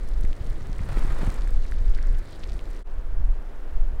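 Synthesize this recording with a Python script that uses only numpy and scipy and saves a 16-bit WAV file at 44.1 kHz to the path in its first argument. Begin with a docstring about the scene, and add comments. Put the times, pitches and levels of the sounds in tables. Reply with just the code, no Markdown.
"""Snowy woods in the wind, heard by one microphone. Swirls of air rumble and thump on it, the trees
give a soft hush, grains of snow tick close by and twigs knock together. A gust rushes past after
about a second. Near the end the sound dips briefly and moves to an open field: duller air,
much the same rumble, hardly a tick."""
import sys
import numpy as np
from scipy import signal
from scipy.fft import rfft, irfft
from scipy.io import wavfile
from scipy.ndimage import uniform_filter1d

SR = 44100
rng = np.random.default_rng(int(sys.argv[2]) if len(sys.argv) > 2 else 0)


def waveform_to_disk(signal):
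    """Save audio, clipped to [-1, 1], as 16-bit WAV at the path in sys.argv[1]."""
    frames = np.transpose(np.atleast_2d(signal))
    scaled = np.clip(frames, -1, 1) * 32767
    samples = np.round(scaled).astype(np.int16)
    wavfile.write(sys.argv[1], SR, samples)


N = 176400
T = np.arange(N) / SR
CHANGE_S = 2.838  # when the woods give way to the field


def amp(db):
    """Turn decibels into a number to multiply a sound by."""
    return 10 ** (np.asarray(db) / 20)


def curve(rows):
    """A volume that follows rows of time in seconds and level in dB."""
    return amp(np.interp(T, *np.array(rows).T))


def noise(colour):
    """Noise of strength 1, its tone shaped by rows of pitch in Hz and level in dB."""
    hz, db = np.array(colour, float).T
    freqs = np.maximum(np.fft.rfftfreq(N, 1 / SR), 1)
    gains = amp(np.interp(np.log(freqs), np.log(hz), db))
    shaped = irfft(rfft(rng.standard_normal(N)) * gains, N)
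    return shaped / shaped.std()


def wander(per_s):
    """A smooth random drift, about 1 in size, that heads for a new value per_s times a second."""
    hold = max(int(SR / per_s), 2)
    steps = np.repeat(rng.standard_normal(N)[:N // hold + 1], hold)
    drift = uniform_filter1d(steps, hold)[:N]
    return drift / drift.std()


def add(out, start_s, sound):
    """Mix a short sound in at a given time."""
    i = int(np.clip(start_s * SR, 0, N - 1))
    out[i:i + len(sound)] += sound[:N - i]


def tap(hz, db, cycles):
    """One small contact: a short ring, strongest after the given cycles, and a faint noisy tail."""
    tail_db, tail_s = -25, .003
    t = T[:700]
    age = t * hz / cycles
    ring = np.sin(2 * np.pi * hz * t) * (age * np.exp(1 - age)) ** 2
    scatter = rng.standard_normal(len(t)) * np.exp(-t / tail_s)
    tail = np.convolve(scatter, ring / np.linalg.norm(ring))[:len(t)]
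    return amp(db) * (ring + amp(tail_db) * tail)


def taps(rows, cycles):
    """Play one tap for each row of a table."""
    out = np.zeros(N)
    for start_s, hz, db in rows:
        add(out, start_s, tap(hz, db, cycles))
    return out


def rumble(colour):
    """Air swirling on the microphone: a deep churn whose strength follows the wind."""
    # The push of the wind. Each row: time in seconds, level in dB.
    wind_push = [(0, -26), (.12, -21.5), (.19, -20), (.3, -14.5), (.37, -39.5), (.5, -20.5), (.58, -27),
                 (.9, -24.5), (.97, -20.5), (1.12, -16.5), (1.19, -23), (1.28, -20), (1.34, -25.5),
                 (1.61, -15.5), (1.69, -22.5), (1.92, -14), (2.03, -18), (2.19, -19.5), (2.25, -40),
                 (2.46, -26), (2.8, -30), (2.92, -24), (3.14, -21), (3.22, -15.5), (3.31, -14.5),
                 (3.42, -32.5), (3.55, -28), (3.72, -23.5), (3.81, -15), (3.95, -21)]
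    deep = noise(colour)
    power = uniform_filter1d(np.abs(signal.hilbert(deep)) ** 2, size=2400) / 2
    churn = deep / np.sqrt(power)  # even out the noise's own swells
    return churn * curve(wind_push) * amp(1.5 * wander(per_s=14))


def flutter():
    """Smaller swirls between the trees, coming in quick, low puffs."""
    # Their tone. Each row: pitch in Hz, level in dB.
    colour = [(30, -5.5), (65, 8.5), (110, 3), (160, -5.5), (240, -17), (2000, -75)]
    # Their strength. Each row: time in seconds, level in dB.
    strength = [(0, -43.5), (.36, -44.5), (.42, -43), (.6, -38.5), (.78, -40), (.88, -33.5), (1.1, -42),
                (1.4, -44), (1.6, -48), (1.9, -47), (2.1, -45), (2.3, -47), (2.55, -49.5), (2.8, -52)]
    return noise(colour) * curve(strength) * amp(2 * wander(per_s=34.87))


def woods_hush():
    """Wind in the trees makes a wavering hush, with a few soft rustles of snow."""
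    # The tone of the hush. Each row: pitch in Hz, level in dB.
    colour = [(60, -3), (150, -1), (330, 2.5), (550, -0.5), (850, -9.5), (1300, -12), (1900, -11.5),
              (2800, -22.5), (4300, -21.5), (6000, -29), (9000, -30.5), (11500, -36), (16000, -37.5)]
    # Snow rustles. Each row: middle and half length in seconds, pitch in Hz,
    # width in octaves, level in dB.
    rustles = [(2.08, 0.12, 1550, 0.39, -55), (2.315, 0.064, 3900, 0.31, -64),
               (1.627, 0.069, 3800, 0.67, -60.5)]
    out = noise(colour) * amp(-48 + .5 * wander(per_s=6.38))
    for middle_s, half_s, hz, octaves, db in rustles:
        band = noise([(hz * 2 ** (k * octaves), -4 * k * k) for k in range(-5, 6)])
        swell = np.exp(-((T - middle_s) / half_s) ** 2 / 2)
        out += band * amp(db + 3.5 * wander(per_s=180)) * swell
    return out


def fine_snow():
    """Many faint grains land at random times, each with its own pitch and level."""
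    grains_per_s, low_hz, high_hz = 120, 2510, 9600
    loudest_db, spread_db = -42, 7.5
    out = np.zeros(N)
    for when, pitch, softness in rng.random((int(grains_per_s * N / SR), 3)):
        hz = low_hz * (high_hz / low_hz) ** pitch
        db = loudest_db - spread_db * np.sqrt(softness)
        add(out, when * N / SR, tap(hz, db, cycles=1))
    return out


def thumps():
    """A sharp swirl hits the microphone as one swing of pressure, up and then down."""
    # Each row: middle of the swing in seconds, its width in seconds, level in dB.
    swirls = [(0.05, 0.0017, -32), (0.244, 0.0014, -23), (.414, 0.0038, -20), (.697, 0.0019, -22),
              (.809, 0.0028, -21), (.973, 0.00077, -20.5), (1.050, 0.0014, -22), (1.233, 0.0011, -18),
              (1.277, 0.0015, -18.5), (1.288, 0.0043, -16.5), (2.555, 0.0046, -29), (3.203, 0.0052, -17.5),
              (3.243, 0.0096, -17)]
    out = np.zeros(N)
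    for middle_s, width_s, db in swirls:
        offset = (T - middle_s) / width_s
        out -= amp(db) * 2 * offset / (1 + offset * offset) ** 1.5
    return out


def snow_ticks():
    """Grains of snow land close by, each with a tiny, bright tick."""
    # Each row: start in seconds, pitch in Hz, level in dB.
    landings = [(0.089, 8300, -32), (.1406, 4300, -43), (.2105, 9400, -32), (0.2326, 3600, -38),
                (0.237, 6000, -36), (0.251, 7400, -35), (.2780, 9500, -40), (0.3302, 3080, -30.5),
                (.4710, 6900, -37), (.5007, 9900, -34), (0.7302, 4640, -32), (1.303, 4540, -32),
                (1.3427, 7800, -31), (1.3602, 7400, -37), (1.4203, 3670, -31), (1.4773, 7450, -35),
                (1.7142, 7800, -34), (1.7216, 4400, -37), (1.727, 8500, -42), (1.8820, 4200, -37),
                (1.9494, 3900, -30.5), (1.975, 7000, -39), (2.0276, 5000, -32), (2.1861, 9500, -35.5),
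                (2.3235, 4480, -41), (2.4301, 3050, -40), (2.436, 3180, -27), (2.4403, 3700, -29),
                (2.4747, 5500, -39), (2.4912, 4430, -34), (2.4973, 3800, -32), (2.5206, 4400, -33),
                (2.5328, 4900, -36), (2.5927, 2780, -30.5), (2.6563, 7400, -42.5), (2.704, 10000, -39),
                (2.793, 8500, -53)]
    return taps(landings, cycles=.48)


def twig_knocks():
    """Twigs knock together, ringing lower and a little longer than the snow."""
    # Each row: start in seconds, pitch in Hz, level in dB.
    knocks = [(.2506, 2100, -35.5), (.7921, 2060, -33.5), (.9724, 2000, -30), (1.0853, 1970, -37),
              (1.4732, 1790, -35.5), (1.6532, 2190, -38.5), (1.7209, 1700, -29.5), (1.9873, 1850, -32)]
    return taps(knocks, cycles=1.24)


def gust():
    """A rough rush of air swells and dies away, with a spray of powder snow."""
    # The tones of the air and of the spray. 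Each row: pitch in Hz, level in dB.
    air_colour = [(40, -11), (90, 0), (170, -1), (330, -5), (600, -9.5), (1300, -10.5), (2000, -16.5),
                  (2900, -24), (4300, -26), (6000, -35), (9000, -35), (12000, -45), (16000, -48)]
    spray_colour = [(1500, -25), (4000, -5), (8500, 1), (12000, -10.5), (16000, -9)]
    # The gust's strength. Each row: time in seconds, level in dB.
    strength = [(0, -54.5), (.35, -53), (.8, -48.5), (.91, -42.5), (.975, -37.5), (1.02, -39.5),
                (1.15, -40.5), (1.29, -37.5), (1.33, -41), (1.45, -46), (1.6, -56), (2.2, -54.5)]
    air = noise(air_colour) * amp(2 * wander(per_s=150))
    spray = noise(spray_colour) * amp(-26 + 8 * wander(per_s=1200))
    return (air + spray) * curve(strength)


def field_hush():
    """Dull, distant air over open snow, slowly growing louder."""
    # Its tone. Each row: pitch in Hz, level in dB.
    colour = [(80, -4.5), (130, -1.5), (200, -0.5), (340, 0), (500, -0.5), (750, -4), (1000, -7),
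              (1600, -9.5), (2000, -15.5), (2800, -20), (4000, -27), (5500, -30.5), (8000, -33.5),
              (11000, -35.5), (15500, -38)]
    start_db, rise_db_per_s = -49.5, 1.5
    level_db = start_db + rise_db_per_s * (T - CHANGE_S)
    return noise(colour) * amp(level_db + .5 * wander(per_s=4.53))


def scene():
    """The woods fade out and the field fades in; the wind beats on the microphone in both."""
    # The tone of the rumble in each place. Each row: pitch in Hz, level in dB.
    woods_colour = [(6, -4.5), (14, 3), (24, 1.5), (36, 0.5), (50, -14), (70, -20.5), (100, -32),
                    (150, -44), (300, -52.5), (2000, -110)]
    field_colour = [(6, -3.5), (14, 1), (24, 0), (34, -7), (50, -19.5), (70, -23.5), (100, -36.5),
                    (150, -48), (300, -57), (2000, -120)]
    half_gap_s, fade_s = .00069, .036
    fade_out = np.clip((CHANGE_S - half_gap_s - T) / fade_s, 0, 1)
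    fade_in = np.clip((T - CHANGE_S - half_gap_s) / fade_s, 0, 1)
    woods = rumble(woods_colour) + flutter() + woods_hush() + gust() + fine_snow()
    field = rumble(field_colour) + field_hush() + amp(-10) * fine_snow()
    return (fade_out * woods + fade_in * field + thumps() + snow_ticks() + twig_knocks())[None]


def record(dry):
    """Cut away the very highest treble."""
    top_hz = 15850
    low_pass = signal.ellip(10, .1, 70, top_hz, fs=SR, output="sos")
    return signal.sosfilt(low_pass, dry)


dry = scene()
out = record(dry)
waveform_to_disk(out)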